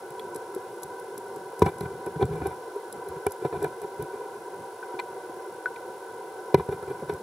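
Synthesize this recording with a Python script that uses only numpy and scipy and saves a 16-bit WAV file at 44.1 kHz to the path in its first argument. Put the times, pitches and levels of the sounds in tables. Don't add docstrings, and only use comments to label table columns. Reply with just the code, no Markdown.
import sys
import numpy as np
from scipy import signal
from scipy.fft import rfft, irfft, next_fast_len
from scipy.io import wavfile
from scipy.ndimage import uniform_filter1d, minimum_filter1d

SR = 44100
rng = np.random.default_rng(int(sys.argv[2]) if len(sys.argv) > 2 else 0)


def store_pcm(level_fs):
    pcm = np.round(np.clip(level_fs, -1, 1) * 32767).astype(np.int16)
    wavfile.write(sys.argv[1], SR, np.atleast_2d(pcm).T)


def level_to_linear(level):
    exponent = np.asarray(level, float) / 20
    return 10 ** exponent


N = 318402
BLOW_N = 8192

# f/Hz, width/Hz, level in current/dB, level when struck/dB, side re mid/dB
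THUMP = [(90.6, 43, -30.5, 7, -55), (134.2, 34, -26.5, 10, -57), (151.7, 25.3, -24.5, 0.5, -49),
         (234, 106, -27, -10.5, -31)]
BOX = [(367.4, 46.3, 1, -2, -39), (403.5, 55, -1.5, 29, -24), (471, 55.4, 0, -25, -16.5),
       (560, 103, -13.5, -35, -13)]
WALL = [(763, 57.7, -4, 2, -9.5), (973, 51.7, -0.5, 2, -16.5), (1166, 47, -19.5, -18.5, -1),
        (1358, 63, -16, -11, -1), (1508, 45.6, -7.5, -4.5, -10), (1671, 87, -24.5, -15, 2)]
RIM = [(2044, 50, -22, 9, -6.5), (2349, 136, -38.5, 10, -7.5), (2700, 23, -52, -62, -6),
       (3000, 115, -43, -1, -5), (3590, 470, -40, 1, -13), (4160, 110, -36.5, -3, -1),
       (5490, 660, -36.5, -12, -20)]
PORT = [(4230, 140, 0, -21, -4), (6480, 950, 0, -9.5, -4), (7820, 380, 0, 2, -14), (9230, 990, 0, -10, -18),
        (9570, 610, 0, -4, -24), (9920, 580, 0, -0.5, -18), (11030, 620, 0, 4, -8),
        (12640, 640, 0, -1.5, -3), (15200, 1200, 0, -11, -2)]
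FRAME = [(3970, 450, 0, 6.5, -8), (4990, 700, 0, 4, -5), (5580, 470, 0, 3, -8)]

# t/s, box peak level/dB, weight/dB, hardness/dB
KNOCKS = [
    (1.6195, -2.5, -3, -11),
    (1.661, -20, 3, 3),
    (1.807, -25.5, -1.5, -3),
    (2.225, -16.5, -1, -1.5),
    (3.264, -14.5, -13, -2),
    (3.643, -27.5, -16, 5),
    (6.5425, -1.5, -6.5, -7.5),
    (6.596, -37, -8, 2),
    (6.723, -31, -18, -2.5),
    (7.0945, -19.5, -16, -4.5),
]
# t/s, box peak level/dB, weight/dB, hardness/dB
NUDGES = [(0.101, -35, -11, -7), (0.353, -28.5, -20, -8), (0.562, -33, -24, -19), (0.842, -37, -6, -14),
          (1.177, -30, -34, -18), (1.36, -30, -21, -19), (2.158, -29, 2, -9), (2.194, -24, -20, -20),
          (2.353, -29, -20, -3), (2.758, -23, -35, -20), (3.09, -33, -10, -8), (3.161, -34.5, -2, 1),
          (3.426, -34, -11, -14), (3.525, -27.5, -15, -1), (3.842, -27.5, -17, -14), (4.01, -33, -23, 0),
          (4.939, -29.5, -20, -5), (5.288, -28, -26, -19), (5.544, -49, -21, -8), (6.825, -25.5, -15, -9),
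          (7.024, -26.5, -9, -15), (2.064, -22, -13, -8), (2.416, -22, -4, -4), (2.454, -20, -18, -6),
          (3.447, -16, -10, -9), (3.621, -22.5, -30, -9), (6.687, -21.5, -1, -10)]
# t/s, box peak level/dB, weight/dB, hardness/dB
TAPS = [
    (0.195, -43.5, -27, 7),
    (4.832, -42, -31, -4),
    (4.99, -37.5, -31, 12.5),
    (4.996, -36, -28, 12),
    (5.657, -36, -31, -3),
    (5.76, -41, -12, 4.5),
]
# t/s, length/s, box level/dB, weight/dB, hardness/dB
RUBS = [(1.625, .02, -29, 7, -12), (1.653, 0.035, -28.5, -9, -3), (1.717, 0.049, -44, -5, -12),
        (1.828, 0.037, -37.5, 0.5, -4.5), (1.877, 0.075, -46, -5, -14), (2.212, 0.02, -24.5, -18, -13),
        (2.232, 0.017, -29.5, 6, -20), (2.29, 0.03, -39.5, 0, -15), (2.328, 0.15, -34, -4, -8),
        (2.498, 0.027, -45, 1, 4), (3.073, 0.033, -36.5, -8, -17), (3.135, 0.033, -50, -7, -9),
        (3.426, 0.039, -33, -15, -7), (3.531, 0.036, -30, -9, -10.5), (3.605, 0.064, -31.5, -11, -10),
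        (3.82, 0.022, -36.5, -13, -8.5), (4.002, 0.042, -33.5, -8.5, -13), (4.128, 0.14, -40, -28, -10),
        (6.575, 0.033, -32.5, -3, -9), (6.713, 0.023, -36, -6, -6.5), (6.88, .04, -33.5, -11, -10),
        (6.998, 0.008, -41.5, -19, -4), (7.09, 0.059, -35, -1.5, -5.5)]
# t/s, peak level/dB, left re right/dB
GRIT = [(0.104, -41.5, -0.5), (0.194, -43, -6), (0.346, -36, -1), (0.3591, -31.5, 0.0), (0.547, -33, 0),
        (0.8214, -43, -5), (0.8315, -27, 0.5), (0.997, -39.5, 1.0), (1.1776, -30.5, 1.0),
        (1.3598, -42, 0.0), (1.592, -33.5, 1.0), (1.7828, -39, 2.0), (1.832, -45, 1.0),
        (2.0607, -36.5, 0.0), (2.253, -38, 1.0), (2.4683, -30.5, 0.5), (2.7576, -45, 3),
        (2.9252, -30, -0.5), (3.086, -38.5, 0.0), (3.3074, -40, -1.5), (3.319, -31, -1.0),
        (3.626, -33, 0.0), (3.8162, -39, 0.0), (4.0233, -33, 0.0), (6.8269, -45, -1), (6.587, -46, 0.0),
        (6.689, -47, 0.0), (6.731, -45, 0.0)]
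# t/s, peak level/dB, frame re peak/dB, length/s
RATTLES = [(1.6195, -31, -13, .003), (1.625, -29.5, -1, 0.0027), (1.654, -40, -12, 0.0026),
           (1.658, -37, -7, 0.0044), (1.6794, -47, -12, .003), (1.807, -34.5, -8, 0.0022),
           (2.2258, -42, -18, .002), (2.357, -44, -17, .002), (3.266, -24, -13, .0013),
           (3.642, -34.5, -9, 0.0037), (4.9965, -36.5, -19, 0.0012), (6.544, -25.5, 0, 0.0018),
           (7.093, -40, -8, .002), (7.136, -41, -4, .0012)]
# t/s, peak level/dB, f/Hz, t60/s
PINGS = [(0.195, -35, 3350, 0.025), (.5625, -23.5, 373, 0.13), (5.76, -46, 2520, 0.027),
         (1.619, -10, 972, 0.081), (2.421, -38, 1444, 0.085), (3.6217, -22, 428, 0.043),
         (3.449, -24, 740, 0.091), (3.541, -26, 717, 0.061), (3.648, -25, 690, 0.047),
         (4.828, -32, 1503, 0.078), (4.993, -50, 4160, 0.048), (4.996, -33, 4160, 0.031),
         (5.6581, -15, 1492, 0.057), (5.658, -42, 2330, 0.027), (6.545, -13, 965, 0.055),
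         (6.5974, -22, 1000, 0.034)]
# t/s, surge/dB
SURGE = [(0.0, 5), (0.2, 1.5), (0.9, 2.5), (2.15, 5.5), (2.8, 1), (3.6, 4), (4.4, -1), (5.9, -1),
         (6.45, -0.5), (6.95, 7), (7.22, 5)]
# f/Hz, level/dB
HISS = [(2470, -6.5), (2860, -7), (5690, -10.5), (10300, -9), (10600, -13), (11500, -12.5), (15700, -19)]


def bumps(out):
    for rows, contact_s, rim_db, sharpness, damp in ((KNOCKS, 0.0041, -13, 1.4, 1.165),
                                                     (NUDGES, 0.0064, -18.5, 0.47, 1.26),
                                                     (TAPS, 0.003, -2, 0.33, 1.6)):
        for t_s, box_db, weight_db, hard_db in rows:
            snaps = (5.1, 9.0, 21, 1.0)
            for (modes, db), snap in zip(families(weight_db, hard_db, rim_db), snaps):
                add_blow(out, t_s, modes, box_db + db, contact_s, sharpness * snap, damp=damp)


def rubs(t, size):
    rise_db_per_s, fall_db_per_s, rim_db = 1200, 800, -17.5
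    port_db = -22.5
    start, length, box_db, weight_db, hard_db = np.transpose(RUBS)[:, :, None]
    coarse_t = t[::44]
    early_s = np.maximum(start - coarse_t, 0)
    late_s = np.maximum(coarse_t - start - length, 0)
    press_db = box_db - rise_db_per_s * early_s - fall_db_per_s * late_s
    slips = level_to_linear(3.0 * walk(110)) * level_to_linear(2.4 * rng.exponential(size=N))
    out = 0
    for modes, db in [*families(weight_db, hard_db, rim_db), (PORT, port_db + hard_db)]:
        push = np.interp(t, coarse_t, level_to_linear(press_db + db).sum(axis=0))
        spread = 0.4 if modes is BOX or modes is WALL else 0
        transfer = blow_response(modes, size, coupling=2.16, spread=spread)
        out = out + push * ring(slips * pair(N), transfer)
    return out


def port_ticks(out):
    ticks = [(t_s, db, 0.0026, pan_db, -13) for t_s, db, pan_db in GRIT]
    ticks += [(t_s, db, length_s, 0.4, frame_db) for t_s, db, frame_db, length_s in RATTLES]
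    for t_s, peak_db, contact_s, pan_db, frame_db in ticks:
        add_blow(out, t_s, PORT, peak_db, contact_s, 1.0, pan_db)
        add_blow(out, t_s, FRAME, peak_db + frame_db, contact_s, 2.5, pan_db)


def pings(out):
    age_s = np.arange(BLOW_N) / SR
    for t_s, peak_db, hz, t60_s in PINGS:
        envelope = (1 - np.exp(-age_s / 0.00046)) * np.exp(-np.log(1000) * age_s / t60_s)
        ping = level_to_linear(peak_db) * envelope * np.sin(2 * np.pi * hz * age_s)
        i = int(t_s * SR)
        out[:, i:i + BLOW_N] += ping * np.array([[1], [.1]])


def current(t, size):
    hum_db, hum_per_surge, lump_db = -39, 0.042, -59.5
    surge_db = np.interp(t, *np.transpose(SURGE))
    hum = ring(level_to_linear(0.48 * walk(11.0)) * pair(N), flow_response(BOX + WALL + RIM, size))
    lumps = ring(level_to_linear(3.9 * walk(21)) * pair(N), flow_response(THUMP, size))
    return level_to_linear(hum_db + hum_per_surge * surge_db) * hum + level_to_linear(lump_db + surge_db) * lumps


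def hiss(size):
    level_db, side_db, null_hz = -58, -2.5, 9300
    f = np.arange(size // 2 + 1) * SR / size
    hz, db = np.transpose(HISS)
    colour = level_to_linear(np.interp(np.log(np.clip(f, 2600, None)), np.log(hz), db)) * f / (f + 300)
    comb = level_to_linear(side_db) * np.sin(np.pi * f / null_hz) * level_to_linear(1.33 * f / null_hz)
    return level_to_linear(level_db) * ring(rng.standard_normal((2, N)), np.array([colour, colour * comb]))


def whine_and_clock(t):
    cycle_hz, start_cycles, on_share = 50, .9, .52
    whine_hz, spread_hz, whine_db = 10865, 20.5, -57.5
    clock_hz, clock_peak_s, clock_db = 15525, .005, -70
    turn = t * cycle_hz - start_cycles + 1
    pitch_hz = whine_hz + spread_hz * rng.standard_normal(int(turn[-1]) + 1)[turn.astype(int)]
    gate = uniform_filter1d(1. * (turn % 1 < on_share), size=40)
    whine = level_to_linear(whine_db) * gate * np.sin(2 * np.pi * np.cumsum(pitch_hz) / SR)
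    beat = np.cos(np.pi * cycle_hz * (t - clock_peak_s))
    clock = level_to_linear(clock_db) * beat * np.sin(2 * np.pi * clock_hz * t)
    return whine * np.array([[1], [.07]]) + clock * np.array([[1], [.25]])


def add_blow(out, t_s, modes, peak_db, contact_s, snap, pan_db=0., damp=1.):
    age = np.arange(BLOW_N) / SR / contact_s
    drive = (1 - np.exp(-age / 0.24)) * np.exp(-age) * pair(BLOW_N)
    drive[:, 0] = -snap * np.sqrt(contact_s / 0.0027)
    blow = ring(drive, blow_response(modes, BLOW_N, scatter_db=3.0, damp=damp))
    blow = blow * level_to_linear(peak_db) / np.abs(blow[0]).max()
    i = int(t_s * SR)
    n = min(BLOW_N, N - i)
    out[0, i:i + n] += blow[0, :n]
    out[1, i:i + n] += blow[1, :n] + np.tanh(pan_db / 17.4) * blow[0, :n]


def families(weight_db, hard_db, rim_db):
    return zip((BOX, THUMP, WALL, RIM), (0, weight_db, hard_db, rim_db + 0.83 * hard_db))


def blow_response(modes, size, scatter_db=0., coupling=1.9, damp=1., spread=0.):
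    f = np.arange(size // 2 + 1) * SR / size
    out = np.zeros((2, len(f)), complex)
    for k, (hz, width, flow_db, blow_db, side_db) in enumerate(modes):
        width = width * damp
        mode_db = blow_db + spread * (flow_db - blow_db)
        gain = level_to_linear(mode_db + scatter_db * rng.standard_normal())
        mode = resonance(f, hz, width) * resonance(f, hz, coupling * width)
        out += gain * mode * mid_side(k, side_db)
    above = 1j * f / (1.9 * modes[-1][0])
    return out / (1 + 1.57 * above + above ** 2)


def flow_response(modes, size):
    f = np.arange(size // 2 + 1) * SR / size
    out = np.zeros((2, len(f)), complex)
    for k, (hz, width, flow_db, _, side_db) in enumerate(modes):
        out += (-1) ** k * level_to_linear(flow_db) * resonance(f, hz, 1.57 * width) ** 2 * mid_side(k, side_db)
    return out


def mid_side(k, side_db):
    return np.array([[1], [(-1) ** k * 1j * level_to_linear(side_db)]])


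def resonance(f, hz, width):
    return 1 / (1 + 1j * (f ** 2 - hz ** 2) / (np.maximum(f, 1) * width))


def ring(drive, transfer):
    size = 2 * transfer.shape[1] - 2
    out = irfft(rfft(drive, size) * transfer, size)[:, :drive.shape[1]]
    return out / np.sqrt(np.mean(out[0] ** 2))


def pair(size):
    shared = 0.97
    one, other = rng.standard_normal((2, size))
    return np.array([one, shared * one + np.sqrt(1 - shared ** 2) * other])


def walk(rate_hz):
    k = int(SR / rate_hz)
    steps = np.repeat(rng.standard_normal(N // k + 1), k)
    slewed = uniform_filter1d(uniform_filter1d(steps, k), k)[:N]
    return slewed / np.sqrt(np.mean(slewed ** 2))


def scene():
    t = np.arange(N) / SR
    size = 2 * next_fast_len(N // 2 + BLOW_N)
    blows = np.zeros((2, N))
    bumps(blows)
    port_ticks(blows)
    pings(blows)
    mid, side = blows + rubs(t, size) + current(t, size) + hiss(size) + whine_and_clock(t)
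    side = side + 0.01 * mid
    return np.array([mid + side, mid - side])


def top_cut(x):
    return signal.sosfilt(signal.butter(12, 16500, fs=SR, output="sos"), x)


def record(dry):
    low_hz, top_hz = 73, 15740
    limit_db, limit_slope, hold_s = -18, 0.24, 0.014
    heard = signal.sosfilt(signal.butter(3, low_hz, "high", fs=SR, output="sos"), dry)
    hold = int(hold_s * SR)
    peak = -minimum_filter1d(-np.abs(heard).max(axis=0), hold, origin=(hold - 1) // 2)
    late = uniform_filter1d(peak, size=201, origin=100)
    heard = heard * np.minimum(level_to_linear(limit_db) / (late + 1e-9), 1) ** limit_slope
    rounded = np.tanh(.5 * heard) / .5
    cut = signal.sosfilt(signal.ellip(10, .2, 50, top_hz, fs=SR, output="sos"), rounded)
    return top_cut(cut)


dry = scene()
out = record(dry)
store_pcm(out)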